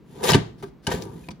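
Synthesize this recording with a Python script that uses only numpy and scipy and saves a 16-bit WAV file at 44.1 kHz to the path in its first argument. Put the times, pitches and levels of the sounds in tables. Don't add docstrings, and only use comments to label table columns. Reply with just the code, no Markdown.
import sys
import numpy as np
from scipy import signal
from scipy.fft import rfft, irfft
from scipy.io import wavfile
from scipy.ndimage import uniform_filter1d

SR = 44100
rng = np.random.default_rng(int(sys.argv[2]) if len(sys.argv) > 2 else 0)


def file_out(sig):
    cols = np.atleast_2d(sig).T
    lim = np.clip(cols, -1, 1)
    pcm = np.round(lim * 32767).astype(np.int16)
    wavfile.write(sys.argv[1], SR, pcm)


N = 61739
T = np.arange(N) / SR
FFT_SIZE = 2 ** 17
HZ = np.maximum(np.arange(FFT_SIZE // 2 + 1) * SR / FFT_SIZE, 1)


def from_db(db):
    return 10 ** (np.asarray(db) / 20)


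def unit_rms(x):
    return x / np.sqrt(np.mean(x ** 2) + 1e-20)


def curve_at(points, hz=HZ):
    freqs, values = np.transpose(points)
    return np.interp(np.log(hz), np.log(freqs), values)


def faders(rows):
    times, *columns = np.transpose(rows)
    gate = (T > times[0]) * (T < times[-1])
    return [uniform_filter1d(from_db(np.interp(T, times, db)) * gate, size=200) for db in columns]


def eq(x, db):
    cepstrum = irfft(np.log(from_db(db)))
    cepstrum[1:FFT_SIZE // 2] *= 2
    cepstrum[FFT_SIZE // 2 + 1:] = 0
    return irfft(rfft(x, FFT_SIZE) * np.exp(rfft(cepstrum)))[..., :N]


def ring(x, hz, t60):
    r, w = from_db(-60 / (t60 * SR)), 2 * np.pi * hz / SR
    return signal.lfilter([1, -r * np.cos(w)], [1, -2 * r * np.cos(w), r * r], x + 1e-18)


# (frequency [Hz], gain [dB])
ROOM_TONE_EQ = [(20, -29.5), (40, 2), (60, 5), (85, -21.5), (140, 2.5), (220, -3), (400, -10), (600, -21.5),
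                (1200, -26.5), (2500, -34), (6000, -45), (9000, -54.5), (16000, -48.5)]
def room_tone():
    noise = rng.standard_normal(N) + 0.56 * rng.standard_normal((2, N))
    return from_db(-48.5) * unit_rms(eq(noise, curve_at(ROOM_TONE_EQ)))


def reflections(t60):
    cloud = rng.standard_normal((2, N)) * from_db(-60 * T / t60) * (T > .0005)
    return unit_rms(cloud) / np.sqrt(N)


# (frequency [Hz], gain [dB])
EARLY_EQ = [(100, -34), (300, -8.5), (700, -0.5), (2000, -0.5), (5000, 1.5), (10000, 5)]
TAIL_EQ = [(60, -25), (200, -12), (500, -9.5), (1500, -3.5), (5000, -12.5), (10000, -15.5), (16000, -19)]
# (frequency [Hz], t60 [s])
TAIL_DECAY = [(100, 0.053), (500, 0.44), (2000, 0.31), (5000, 0.35), (12000, 0.27)]
# (frequency [Hz], left minus right [dB])
BALANCE = [(60, 1.5), (180, -2), (450, 1.5), (1000, 2.5), (2500, 4), (6000, 2.5), (9000, -0.5)]
def room(close, send):
    edges, tail = np.geomspace(40, 17000, 9), 0
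    for low, high in zip(edges, edges[1:]):
        band = signal.butter(2, [low, high], "band", fs=SR, output="sos")
        tail += signal.sosfilt(band, reflections(curve_at(TAIL_DECAY, np.sqrt(low * high))))
    reverb = signal.fftconvolve(send, eq(tail, curve_at(TAIL_EQ)), axes=1)[:, :N]
    paths = (T == 0) + eq(reflections(t60=0.022), curve_at(EARLY_EQ))
    power = uniform_filter1d(np.abs(rfft(paths, FFT_SIZE)) ** 2, size=int(80 * FFT_SIZE / SR))
    ears = []
    for ear, side in enumerate((1, -1)):
        early = eq(signal.fftconvolve(close[ear], paths[ear])[:N], -10 * np.log10(power[ear]))
        ears.append(eq(early + reverb[ear], side * curve_at(BALANCE) / 2))
    left, right = ears
    return np.array([left, np.interp(T - 1 / SR, T, right)])


# (time [s], level before trim [dB])
FALL_RUMBLE = [(0.115, -45.5), (0.179, -43.5), (0.295, -26), (0.318, -16), (0.335, -14.5)]
SHIFT_RUMBLE = [(0.46, -42), (0.576, -54), (0.648, -36.5), (0.7, -54)]
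LIFT_RUMBLE = [(0.89, -30), (1.014, -36.5), (1.185, -40), (1.27, -56), (1.298, -29), (1.39, -79)]
# (frequency [Hz], gain [dB])
RUMBLE_EQ = [(25, -18.5), (55, -9), (85, -7), (120, -5.5), (170, -1), (260, -9), (360, -7), (700, -57.5)]
def base_rumble():
    out = 0
    for levels, trim_db in ((FALL_RUMBLE, -3.5), (SHIFT_RUMBLE, -0.5), (LIFT_RUMBLE, -1)):
        tremble = unit_rms(eq(rng.standard_normal(N), curve_at(RUMBLE_EQ)))
        out += from_db(trim_db) * faders(levels)[0] * tremble
    return out


# (time [s], push level [dB], contact time [s], knock level [dB])
BASE_HITS = [(0.316, -36, 0.0063, -48), (0.3452, -5.5, 0.0044, -0.5), (0.354, -3, 0.0031, -6.5),
             (0.399, -23, 0.0125, -44), (0.6321, -36.5, 0.0033, -17.5), (0.8766, -15.5, 0.0037, -15),
             (0.939, -18, 0.0046, -15), (1.293, -32.5, 0.0032, -39)]
# (frequency [Hz], gain [dB], t60 [s])
BASE_MODES = [(60.4, -46, 0.25), (112.3, -21, 0.36), (148, -13, 0.19), (175.2, -12, 0.26),
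              (207.7, -15.5, 0.16), (283, -5, 0.13), (351, -16.5, 0.22), (584, -5.5, .11)]
def base_thuds():
    knock_hz, knock_rise_s, knock_t60_s = 395.8, 0.0063, 0.063
    push, impulse, knock = 0, 0, 0
    for start, db, contact_s, knock_db in BASE_HITS:
        pulse = -np.sin(np.pi * np.clip((T - start) / contact_s, 0, 1))
        push += from_db(db) * pulse
        impulse += from_db(db) * pulse / np.abs(pulse.sum())
        age = np.maximum(T - start, 0)
        attack = 1 - np.exp(-age / knock_rise_s)
        decay = from_db(knock_db - 60 * age / knock_t60_s)
        knock -= attack * decay * np.sin(2 * np.pi * knock_hz * age)
    body = sum(from_db(db) * ring(impulse, hz, t60) for hz, db, t60 in BASE_MODES)
    return from_db(-3) * push + knock + body


# (frequency [Hz], gain over the plain contact [dB], t60 [s])
FRAME_MODES = [(396.7, 8, 0.088), (445.8, 2, 0.53), (519.3, 10, 0.19), (576, 12.5, 0.14), (698, 2, 0.19),
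               (914.7, 1, 0.19), (948.4, 3.5, 0.041), (1195, 4, 0.049), (1562, 12.5, 0.049),
               (1703, 9, 0.11), (1907, 6.5, 0.069), (2253, 4, 0.085), (3590, -0.5, 0.14), (4560, 2, 0.064)]
def steel_frame(contact):
    return contact + sum(from_db(db) * 2 * np.log(1000) / (t60 * SR) * ring(contact, hz, t60)
                         for hz, db, t60 in FRAME_MODES)


# (time [s], level [dB], pitch [Hz], t60 [s])
BLADE_PINGS = [(0.3075, -11.5, 5270, 0.019), (0.3335, -12.5, 2925, 0.047), (0.632, -40, 1193, .07),
               (0.869, -20.5, 2960, 0.041), (0.871, -24.5, 1590, 0.047), (0.871, -43, 1240, 0.064),
               (0.913, -26.5, 1850, 0.096), (0.924, -28.5, 1545, 0.09), (1.239, -49.5, 2485, 0.069),
               (1.2878, -26, 2400, 0.011)]
def blade_pings():
    return sum(from_db(db) * ring(np.arange(N) == int(start * SR), hz, t60)
               for start, db, hz, t60 in BLADE_PINGS)


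def slips(grains_per_s=1600, spread_db=3.5, smooth_gain=0.51):
    sizes = from_db(spread_db * np.minimum(rng.exponential(1, N), 4)) * rng.choice([-1, 1], N)
    grains = unit_rms(sizes * (rng.random(N) < grains_per_s / SR))
    return unit_rms(grains + smooth_gain * rng.standard_normal(N))


def friction(stereo_width=0.79):
    return unit_rms(slips() + stereo_width * np.array([slips(), slips()]))


# (centre time [s], level [dB], half-length [s])
BRUSH_SWELLS = [(0.6, -61, 0.021), (0.669, -62, 0.029), (0.867, -59.5, 0.038)]
# (frequency [Hz], gain [dB])
BRUSH_EQ = [(1000, 4.5), (2500, 2.5), (5000, 7.5), (8200, -4), (10800, 4), (12300, -27.5), (14500, 2.5),
            (16500, -21)]
def blade_brushes():
    swell = sum(from_db(db) * np.exp(-((T - centre) / half) ** 4) for centre, db, half in BRUSH_SWELLS)
    return swell * unit_rms(eq(friction(), curve_at(BRUSH_EQ)))


# (time [s], relative level [dB], fade time [s], band centre [Hz], width [octaves])
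SNAPS = [(0.229, -29.5, 0.016, 1650, 4.6), (0.2377, -20, 0.0066, 9100, 3.1),
         (0.292, -14, 0.0068, 1650, 1.4), (0.3119, -20, 0.037, 2290, 3.9), (0.3183, -11.5, 0.0017, 7340, 2),
         (0.3337, -14.5, 0.012, 3170, 0.83), (0.3451, -17.5, 0.0031, 2770, 2.3),
         (0.3505, -15, 0.0023, 5000, 5.5), (0.6253, -37, 0.011, 3010, 3.2),
         (0.626, -42, 0.0091, 13300, 0.95), (0.629, -39, 0.011, 1430, 1.16),
         (0.8678, -17.5, 0.0052, 5160, 1.9), (0.871, -27, 0.026, 1460, 3.4), (0.915, -25.5, 0.011, 2000, 3),
         (1.016, -45, .013, 14000, 0.33), (1.0222, -27.5, 0.0032, 4960, 0.5),
         (1.0365, -36.5, 0.0017, 9000, 0.86), (1.052, -40, 0.0011, 11000, .7),
         (1.2869, -32.5, 0.00074, 13000, 1.5), (1.287, -29, 0.0011, 4260, 0.79),
         (1.2862, -27.5, 0.0038, 810, 1.1), (1.306, -38, 0.0082, 3930, 1.4)]
# (frequency [Hz], gain [dB])
SNAP_EQ = [(100, 26.5), (400, 7), (900, 13), (1400, -0.5), (2500, -2), (5000, -3), (7200, -6.5),
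           (8600, -11), (10500, -4.5), (12300, -34.5), (14500, -8), (16500, -23.5)]
def snaps_and_clicks():
    out, rub = 0, eq(friction(), curve_at(SNAP_EQ))
    for start, db, fade_s, hz, octaves in SNAPS:
        band = np.clip(hz * 2 ** (np.array([-1, 1]) * octaves / 2), 20, SR * .45)
        burst = signal.sosfilt(signal.butter(1, band, "band", fs=SR, output="sos"), rub)
        burst = signal.sosfilt(signal.butter(1, band[0] / 2, "high", fs=SR, output="sos"), burst)
        envelope = (T > start) * np.exp(-((T - start) / fade_s) ** 2 / 2)
        out += from_db(db) * envelope * unit_rms(burst) / 2
    return out


# (time [s], groan [dB], crunch [dB], hiss [dB])
CUT_LEVELS = [(0.03, -67.5, -86.5, -99), (0.092, -61.5, -68.5, -75), (0.212, -37.5, -53, -66.5),
              (0.226, -35.5, -53, -56), (0.232, -27, -42, -43.5), (0.252, -18, -31.5, -39),
              (0.264, -32, -30.5, -37.5), (0.302, -21, -19.5, -40.5), (0.314, -37.5, -29.5, -41)]
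RETURN_LEVELS = [(0.9, -50, -41.5, -57), (0.918, -29, -28, -43), (0.992, -40, -48, -63),
                 (1.03, -39, -48, -59), (1.076, -42, -62.5, -71), (1.26, -59.5, -58, -65.5),
                 (1.28, -74, -56, -69)]
# (frequency [Hz], gain [dB])
GROAN_EQ = [(200, -22.5), (330, -10.5), (450, 9.5), (600, -14.5), (850, -2), (1150, -8.5), (1450, -20),
            (2200, -52.5)]
CRUNCH_EQ = [(700, 0.5), (1300, -20), (1750, 2), (2400, -1.5), (3400, 4), (5500, -2.5), (7300, 1),
             (9000, -15.5)]
HISS_EQ = [(4000, -11), (7000, 2), (8500, 0), (9400, 7), (11200, 7), (12300, -8), (13400, 0), (15000, 2.5),
           (16500, -22)]
def blade_stroke(levels, trims_db, judder_db, judders_per_s=300):
    judder = np.interp(T * judders_per_s, np.arange(2000), rng.standard_normal(2000))
    out, rub = 0, friction() * from_db(judder_db * judder)
    for fader, trim_db, colour in zip(faders(levels), trims_db, (GROAN_EQ, CRUNCH_EQ, HISS_EQ)):
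        layer = eq(rub, curve_at(colour))
        out += from_db(trim_db) * fader * layer / np.std(steel_frame(layer))
    return out


def scene():
    cut = blade_stroke(CUT_LEVELS, trims_db=(0.5, 2, 5.5), judder_db=0.5)
    lift = blade_stroke(RETURN_LEVELS, trims_db=(-0.5, -1.5, 3), judder_db=1.7)
    contact = cut + lift + snaps_and_clicks() + blade_brushes()
    base = base_thuds() + base_rumble()
    close = steel_frame(contact) + blade_pings() + base
    return room(close, send=contact + base) + room_tone()


def record(dry):
    low_cut = signal.butter(4, 53.4, "high", fs=SR, output="sos")
    high_cut = signal.ellip(10, .2, 80, 16000, fs=SR, output="sos")
    clipped = np.clip(signal.sosfilt(low_cut, dry), -.9, .9)
    return signal.sosfilt(high_cut, clipped)


dry = scene()
out = record(dry)
file_out(out)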